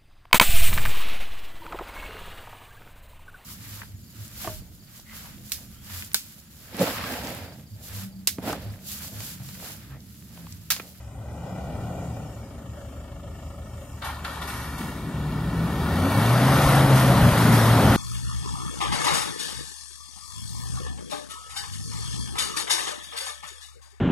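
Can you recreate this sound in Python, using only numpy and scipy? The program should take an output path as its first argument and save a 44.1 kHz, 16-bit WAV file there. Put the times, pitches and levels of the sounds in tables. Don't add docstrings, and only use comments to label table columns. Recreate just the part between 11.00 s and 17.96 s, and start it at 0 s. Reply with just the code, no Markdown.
import sys
import numpy as np
from scipy import signal
from scipy.fft import rfft, irfft, next_fast_len
from scipy.io import wavfile
from scipy.ndimage import uniform_filter1d, map_coordinates

SR = 44100
rng = np.random.default_rng(int(sys.argv[2]) if len(sys.argv) > 2 else 0)


def to_wav(sig):
    pcm = np.clip(np.atleast_2d(sig), -1, 1) * 32767
    pcm = np.round(pcm).astype(np.int16)
    wavfile.write(sys.argv[1], SR, pcm.T)


def gain_from_db(level_db):
    decades = np.asarray(level_db, float) / 20
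    return 10 ** decades


N = 307022

IDLE_HZ, IDLE_DB = 52, -45
# start in seconds, peak in dB, t60 in seconds.
SLAPS = [
    (3.021, -16.5, 0.036),
    (3.071, -17, 0.032),
    (3.247, -12, 0.053),
    (3.419, -17, 0.057),
    (3.499, -20, 0.053),
    (3.618, -31, 0.043),
    (3.81, -19, 0.036),
    (4.902, -31, 0.046),
]


def unit(x):
    return x / np.sqrt(np.mean(x ** 2) + 1e-20)


def along(points, hz):
    f, v = np.transpose(points)
    return np.interp(np.log(hz + 1), np.log(f + 1), v)


def curves(rows):
    s, *cols = np.transpose(rows)
    return [np.interp(np.arange(N) / SR, s, c) for c in cols]


def wobble(rate_hz):
    knots = rng.standard_normal(int(N * rate_hz / SR) + 4)
    return map_coordinates(knots, [np.arange(N) * rate_hz / SR])


def filtered(x, response):
    m = next_fast_len(N + SR // 2)
    return irfft(rfft(x, m) * response(np.fft.rfftfreq(m, 1 / SR)), m)[..., :N]


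def resonant(modes):
    def response(f):
        return sum((-1) ** k * gain_from_db(db) * 1j * f * w / (c * c - f * f + 1j * f * w)
                   for k, (c, w, db) in enumerate(modes))
    return response


def pair(patchy_db):
    # frequency in Hz, left-right likeness (0-1).
    likeness = [(60, 1), (130, 0.99), (290, 1), (640, 0.97), (1410, 0.94), (3100, 0.87), (6820, 0.59),
                (15000, 0.85)]
    hz, _, z = signal.stft(rng.standard_normal((2, N)), SR, nperseg=512)
    field = uniform_filter1d(rng.standard_normal(z.shape[1:]), size=6, axis=0)
    field = uniform_filter1d(field, size=12, axis=1)
    turn = np.arccos(np.clip(along(likeness, hz), -1, 1))[:, None] / 2
    z = z * gain_from_db(patchy_db * unit(field)) * np.array([np.cos(turn), np.sin(turn)])
    mid, side = signal.istft(z, SR, nperseg=512)[1][:, :N]
    return np.array([mid + side, mid - side])


def coloured(x, spectrum):
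    return unit(filtered(x, lambda hz: gain_from_db(along([(9.2, -90)] + spectrum, hz))))


def tone(hz, db, unsteady_db):
    level = gain_from_db(db + unsteady_db * wobble(12))
    return level * np.sqrt(2) * np.sin(2 * np.pi * np.cumsum(hz) / SR)


def law(rule, boom_hz, load_db):
    idle_db, db_per_octave, db_per_load_db = rule
    return idle_db + db_per_octave * np.log2(boom_hz / IDLE_HZ) + db_per_load_db * (load_db - IDLE_DB)


def lurches():
    # centre in seconds, boom change in dB, drone change in dB.
    lurch_rows = [
        (3.04, .5, 2.5),
        (5.23, 1, 0),
        (5.31, 1.5, -4),
        (5.66, 0, 5),
        (5.8, 1, 1),
        (5.96, 5.5, 2),
        (6.165, -5, -1),
        (6.26, -2.5, 6),
        (6.33, -5, .6),
        (6.88, 5, 8.5),
    ]
    width_s, t = 0.044, np.arange(N) / SR
    return sum(np.outer([boom_db, drone_db], np.exp(-((t - s) / width_s) ** 2))
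               for s, boom_db, drone_db in lurch_rows)


def pulls():
    # start in seconds, end in seconds, start pitch in Hz, end pitch in Hz, level over the load in dB.
    pull_rows = [
        (.28, .72, 160, 195, -.5),
        (.72, 1.4, 197, 145, -4.5),
        (4.06, 4.79, 131, 180, -3),
        (4.95, 5.24, 256, 290, -6),
        (5.35, 7, 303, 280, -18),
    ]
    fade_s, t = 0.12, np.arange(N) / SR
    knots_s = [row[k] for row in pull_rows for k in (0, 1)]
    knots_hz = [row[k] for row in pull_rows for k in (2, 3)]
    hz = np.interp(t, knots_s, knots_hz)
    gain = sum(gain_from_db(db) * np.clip(np.minimum(t - start, end - t) / fade_s, 0, 1)
               for start, end, _, _, db in pull_rows)
    return hz, 20 * np.log10(gain + 1e-3)


def engine():
    # time in seconds, boom (twice the firing rate) in Hz, boom in dB, load heard as growl in dB.
    revs_load = [(0, 53.75, -48, -52.5), (.4, 65.5, -57, -42), (.75, 72.76, -63, -34.5),
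                 (1.2, 63.5, -62, -38), (1.5, 52.68, -53, -44.5), (2.3, 51.9, -45.5, -45),
                 (3.05, 50.74, -49.5, -46.5), (3.85, 49.3, -49, -37), (4.5, 59.1, -37, -28),
                 (4.75, 70.26, -48, -27), (4.92, 85.2, -28.5, -24.5), (5.12, 97.1, -26.5, -24),
                 (5.33, 121.8, -21, -25), (5.62, 140.3, -21.5, -22), (5.97, 133, -19, -22),
                 (6.38, 115.3, -21.5, -20.5), (6.8, 114.4, -19.5, -21), (6.96, 96, -36, -20)]
    # time in seconds, pitch in Hz.
    hum_pitch = [(0, 71), (1, 70), (2.3, 75.74), (2.9, 76.2), (3.7, 68.66), (6.96, 67.92)]
    # time in seconds, effort (0-1).
    effort_rows = [(0, .6), (.3, 1), (1.1, 1), (1.65, 0), (2.95, 0), (3.2, .9), (6.96, 1)]
    # time in seconds, level in dB.
    block_swell = [(0, -6), (.45, 0.5), (1.1, 0), (1.4, -3), (1.6, 1), (2.8, 1), (3, -4.5), (3.2, 0), (6.6, 0),
                   (6.96, 7)]
    # frequency in Hz, level over the load in dB.
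    octave_rows = [(105, -16), (145, -6), (200, -14), (270, -13)]
    # frequency in Hz, width in Hz, level in dB.
    cab_modes = [(49, 41, -11), (75.2, 14, -2.5), (116, 12, 0.5)]
    pipe_modes = [(153, 31.2, -1.5), (226.2, 61.6, -4.5), (271.8, 40, -4), (424, 105, -11)]
    block_modes = [(726, 160, -6.5), (1260, 150, -6), (1740, 360, -16), (2174, 98, -15), (2930, 440, -18)]
    sump_modes = [(557, 36, 1), (685, 120, -13)]
    roar_modes = [(524, 174, 1), (777, 200, 0.5), (1085, 340, -10.5), (1425, 240, -10.5), (2290, 960, -22)]
    # level at tick-over in dB, dB per octave of revs, dB per dB of load.
    drone_law = (-38.5, 2, .01)
    clatter_law = (-47.5, 13.15, 0.2)
    hum_law = (-41.5, -12, .01)

    boom_hz, boom_db, growl_db = curves(revs_load)
    boom_lurch_db, drone_lurch_db = lurches()
    boom_db = boom_db + boom_lurch_db
    octave_db = growl_db + along(octave_rows, 2 * boom_hz)
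    clatter_db, hum_db = law(clatter_law, boom_hz, growl_db), law(hum_law, boom_hz, growl_db)
    strain_db = .023 * np.maximum(growl_db - IDLE_DB, 0) ** 2
    drone_db = law(drone_law, boom_hz, growl_db) + drone_lurch_db + strain_db

    boom_hz = boom_hz * (1 + .011 * wobble(14))
    firing = np.cumsum(boom_hz / 2) / SR
    count = firing.astype(int)
    since = firing - count
    cylinder_db = np.array([0, -1.5, .7, -1.2])[count % 4]
    strength = gain_from_db(cylinder_db + 1.5 * rng.standard_normal(count[-1] + 1)[count])
    pulses = unit(np.diff(count, prepend=0) * strength)

    hum_hz, = curves(hum_pitch)
    moan_hz, moan_over_db = pulls()
    moan_db = moan_over_db + growl_db
    lines = tone(boom_hz, boom_db, unsteady_db=1.4)
    lines += tone(2 * boom_hz, octave_db - 3, unsteady_db=5.0)
    lines += tone(hum_hz * (1 + 0.0275 * wobble(10)), hum_db - 0.5, unsteady_db=2.0)
    lines += tone(moan_hz * (1 + 0.0251 * wobble(14)), moan_db, unsteady_db=1.5)

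    drone_power = gain_from_db(drone_db) ** 2
    drone_gain = np.sqrt(np.maximum(drone_power - gain_from_db(boom_db) ** 2 - gain_from_db(hum_db) ** 2, 0.41 * drone_power))
    drone = unit(filtered(0.2 * pulses + pair(patchy_db=0), lambda f: resonant(cab_modes)(f)
                          / (1 + (42 / (f + 1)) ** 4) / (1 + (f / 160) ** 4)))
    growl_power = gain_from_db(growl_db - 0.34) ** 2 - gain_from_db(moan_db) ** 2 - gain_from_db(octave_db) ** 2
    growl_gain = np.sqrt(np.maximum(growl_power, 0.58 * gain_from_db(growl_db) ** 2))
    growl = unit(filtered(0.38 * pulses + pair(patchy_db=0.97), lambda f: resonant(pipe_modes)(f)
                          / (1 + (f / 420) ** 4) / (1 + (110 / (f + 1)) ** 4)))

    effort, = curves(effort_rows)
    knock = .6 + 5 * strength * since / .2 * np.exp(-since / .2)

    def ring(x, modes):
        return unit(filtered(x, lambda f: resonant(modes)(f) / (1 + (420 / (f + 1)) ** 6)))

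    clatter = ring(knock * pair(patchy_db=1.1), block_modes)
    clatter = unit(0.68 * clatter + ring((1.7 + knock) * pair(patchy_db=1.8), sump_modes))
    roar = ring((3 + knock) * pair(patchy_db=1.0), roar_modes)
    block = gain_from_db(clatter_db - 1.0) * (np.sqrt(1 - .9 * effort) * clatter + np.sqrt(effort) * roar)

    since_crest = firing - firing[round(2.47 * SR)]
    lope = 1 + 0.35 * (1 - 0.78 * effort) * np.cos(np.pi / 2 * since_crest)
    return gain_from_db(curves(block_swell)[0]) * block + lope * (lines + drone_gain * drone) + growl_gain * growl


def meadow():
    # frequency in Hz, density in dB per Hz.
    leaf_spectrum = [(900, 10), (3000, 1.5), (4200, -7.5), (5200, -1), (6100, -5), (7100, 3.5),
                     (8500, -0.5), (10000, -10), (12700, -4), (15500, -16)]
    air_spectrum = [(25, -6), (40, 0), (60, -16)]
    # time in seconds, level in dB.
    rustle_level = [(0, -62.5), (1.02, -58.5), (1.77, -61.5), (2.6, -61), (2.98, -57.5), (6.96, -62)]
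    rustle_gain = gain_from_db(curves(rustle_level)[0] + 6.5 + 0.84 * wobble(4.95))
    rustle = rustle_gain * coloured(pair(patchy_db=2.1), leaf_spectrum)
    return rustle + gain_from_db(-70) * coloured(pair(patchy_db=2.0), air_spectrum + [(90, -90)])


def ground(x):
    # time in seconds, echo delay in ms, echo share (0-1).
    echo_path = [(0, 2.03, .62), (.8, 2.09, .48), (1.4, 2.2, .56), (2.8, 2.2, .52), (4.5, 2.19, .66),
                 (5.3, 2.17, .6), (5.5, 2.17, .28), (6.96, 2.17, .28)]
    delay_ms, share = curves(echo_path)
    band = filtered(x, lambda hz: 1 / (1 + (1520 / (hz + 1)) ** 8) / (1 + (hz / 2850) ** 12))
    n = np.arange(N)
    late = n - delay_ms * (1 + .006 * wobble(2.5)) * SR / 1000
    echo = np.array([np.interp(late, n, side) for side in band])
    share = np.clip(share + .12 * wobble(1.5), 0, 1)
    return x + share * echo - (1 - 1 / np.sqrt(2)) * band


def wetness():
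    # time in seconds, level in dB.
    churn_level = [(3.005, -80), (3.03, -40), (3.23, -48), (3.28, -37.5), (3.6, -40.5), (4.04, -44),
                   (4.41, -40), (4.97, -33), (5.18, -28), (5.43, -26.5), (5.69, -23), (5.87, -26.5),
                   (6.3, -26), (6.96, -25)]
    # start in seconds, wash in dB, spray in dB, t60 in seconds.
    splash_rows = [(3.015, -32, -52, 0.61), (3.04, -34, -38.5, .3), (3.075, -35, -48, .35),
                   (3.24, -33, -43, 0.23), (3.41, -37, -42.5, 0.68), (3.47, -38, -39.5, 1.6),
                   (3.775, -39.5, -42.5, 1.1), (5.38, -32, -48, .2), (5.95, -34, -33, 1.6),
                   (6.37, -44, -33.5, 1.1), (6.52, -33, -30.5, .8)]
    rise_s, t = 0.01, np.arange(N) / SR
    churn_db, = curves(churn_level)
    hiss_db = -37 + 1.24 * (churn_db + 28)
    power = gain_from_db([churn_db, hiss_db]) ** 2
    for s, wash_db, spray_db, t60_s in splash_rows:
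        age = np.maximum(t - s, 0)
        envelope = np.minimum(age / rise_s, 1) * gain_from_db(-60 * age / t60_s)
        power = power + np.outer(gain_from_db([wash_db, spray_db]), envelope) ** 2
    return np.sqrt(power)


def grains(per_s, spread_db):
    hits = (rng.random(N) < per_s / SR) * gain_from_db(spread_db * rng.exponential(size=N))
    return unit(signal.fftconvolve(hits, np.exp(-np.arange(400) / 60))[:N])


def droplets(count):
    draw = rng.random((count, 3))
    t = np.arange(300) / SR
    hz = 900 * 5.56 ** draw[:, 1:2]
    envelope = np.exp(-t * hz / 4) * (1 - np.exp(-t * hz * 2))
    plop = gain_from_db(6.3 * draw[:, 2:]) * np.sin(2 * np.pi * hz * t * (1 + 25 * t)) * envelope
    where = (draw[:, :1] * N).astype(int) + np.arange(300)
    return unit(np.bincount(where.ravel(), plop.ravel(), N + 300)[:N])


def wheels():
    # frequency in Hz, density in dB per Hz.
    wash_spectrum = [(500, -17), (900, 4), (1400, 2), (1850, -2), (2300, -11), (3500, -9), (5000, -17.5),
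                     (7000, -58)]
    hiss_spectrum = [(2000, 14), (3500, -0.5), (5000, 2.5), (6000, 3), (7000, -0.5), (8500, 3),
                     (10000, -0.5), (11300, 5.5), (13000, 0.5), (15500, -23)]
    wash_gain, hiss_gain = wetness()
    spatter = 3.0 + 0.23 * grains(per_s=220, spread_db=2.0)
    churn = gain_from_db(0.41 * wobble(9.9))
    wash = coloured(spatter * pair(patchy_db=1.0), wash_spectrum) + 0.28 * droplets(count=2500)
    hiss = coloured(spatter * pair(patchy_db=1.0), hiss_spectrum)
    return churn * (wash_gain * wash + gain_from_db(2.5) * hiss_gain * hiss)


def slaps():
    # frequency in Hz, density in dB per Hz.
    smack_spectrum = [(600, -25), (900, -13), (1400, 8.5), (1900, 0), (3500, -1.5), (5500, -18),
                      (8000, -28)]
    # start in seconds, level in dB, pitch in Hz.
    jolt_rows = [
        (3.735, -26, 70),
        (3.808, -19, 260),
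        (3.853, -24, 120),
        (5.66, -15, 60),
        (6.114, -11, 150),
        (6.198, -10, 170),
        (6.222, -9, 150),
        (6.247, -11, 110),
        (6.276, -12, 130),
        (6.87, -14, 120),
    ]
    ring_cycles, rise_s = 7, .002
    t, wet, jolt = np.arange(SR // 4) / SR, np.zeros(N + SR), np.zeros(N + SR)
    for s, db, t60_s in SLAPS:
        wet[round(s * SR):][:len(t)] += gain_from_db(db - 11 - 60 * t / t60_s) * (1 - np.exp(-t / 0.0026))
    for s, db, hz in jolt_rows:
        envelope = gain_from_db(db - 60 * t * hz / ring_cycles) * (1 - np.exp(-t / rise_s))
        jolt[round(s * SR):][:len(t)] += envelope * np.sin(2 * np.pi * hz * t)
    return wet[:N] * coloured(pair(patchy_db=3.0), smack_spectrum) + jolt[:N]


def scene():
    # time in seconds, side level in dB.
    side_level = [(0, 7.5), (2.9, 7), (3.3, 6), (5, 1.5), (6.96, 3.5)]
    left, right = ground(engine() + meadow() + wheels() + slaps())
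    mid, side = (left + right) / 2, (left - right) / 2 * gain_from_db(curves(side_level)[0])
    return np.array([mid + side, mid - side])


def hollowed(x, under_db, fickle_db):
    hz, _, z = signal.stft(x, SR, nperseg=1024)
    power = uniform_filter1d(np.sum(np.abs(z) ** 2, axis=0), size=5, axis=1)
    narrow, broad = (np.abs(uniform_filter1d(power, size=k, axis=0)) for k in (3, 25))
    whim = uniform_filter1d(rng.standard_normal(power.shape), size=3, axis=0)
    whim = unit(uniform_filter1d(whim, size=12, axis=1))
    eager_db = whim * fickle_db * ((hz > 3000) & (hz < 7900))[:, None]
    sunk = narrow < broad * gain_from_db(-2 * (under_db - eager_db))
    dropped = sunk & ((hz > 1450) & (hz < 10500))[:, None]
    return signal.istft(z * ~dropped, SR, nperseg=1024)[1][:, :N]


def whistles():
    # pitch in Hz, start in seconds, end in seconds, level over the hiss in dB, readiness to sound.
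    whistle_rows = [
        (13609, 3.25, 7, -19, 1.4),
        (14643, 3.42, 7, -27, -.1),
        (15676, 3.79, 5.21, -19, .9),
    ]
    t, tones = np.arange(N) / SR, np.zeros(N)
    for hz, start, end, db, ready in whistle_rows:
        gate = np.clip(np.minimum(t - start, end - t) / .008, 0, 1)
        flicker = np.clip(8 * (wobble(12) + ready), 0, 1)
        tones += gate * flicker * gain_from_db(db) * np.sin(2 * np.pi * hz * t)
    return tones * wetness()[1] * gain_from_db(1.6 * wobble(11))


def roll_off(x):
    return signal.sosfilt(signal.butter(12, 15790, fs=SR, output="sos"), x)


def record(dry):
    # frequency in Hz, left minus right in dB.
    lean = [(60, 1), (180, 1), (550, 2), (1650, 1.5), (4970, 2), (15000, -1)]
    # frequency in Hz, phase between the ports in radians.
    lead = [(500, -0.029), (1500, 0.31), (2700, 0.82), (3600, 1), (5400, 0.57), (6500, -0.6), (8000, -0.24)]
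    # frequency in Hz, width in Hz, depth (0-1).
    dip_rows = [(5800, 100, .4), (7640, 260, .97), (10150, 100, .45)]
    narrow_s, narrow_hz = 3.25, 13150
    n = np.arange(N)

    def ports(hz):
        gain = gain_from_db(np.outer([.5, -.5], along(lean, hz)))
        return gain * np.exp(1j * np.outer([.5, -.5], along(lead, hz)))

    def dip_loss(hz):
        return 1 - np.prod([1 - d * np.exp(-((hz - c) / w) ** 4) for c, w, d in dip_rows], axis=0)

    x = filtered(dry, ports)
    x = x - filtered(x, dip_loss) * np.where(n > SLAPS[0][0] * SR, 1, .6)
    x = hollowed(x, under_db=4.3, fickle_db=2.6)
    top = filtered(x, lambda hz: hz > narrow_hz)
    x = x - top * (n > narrow_s * SR) * (1 - gain_from_db(-45)) + whistles()
    return roll_off(x)


dry = scene()
out = record(dry)
to_wav(out)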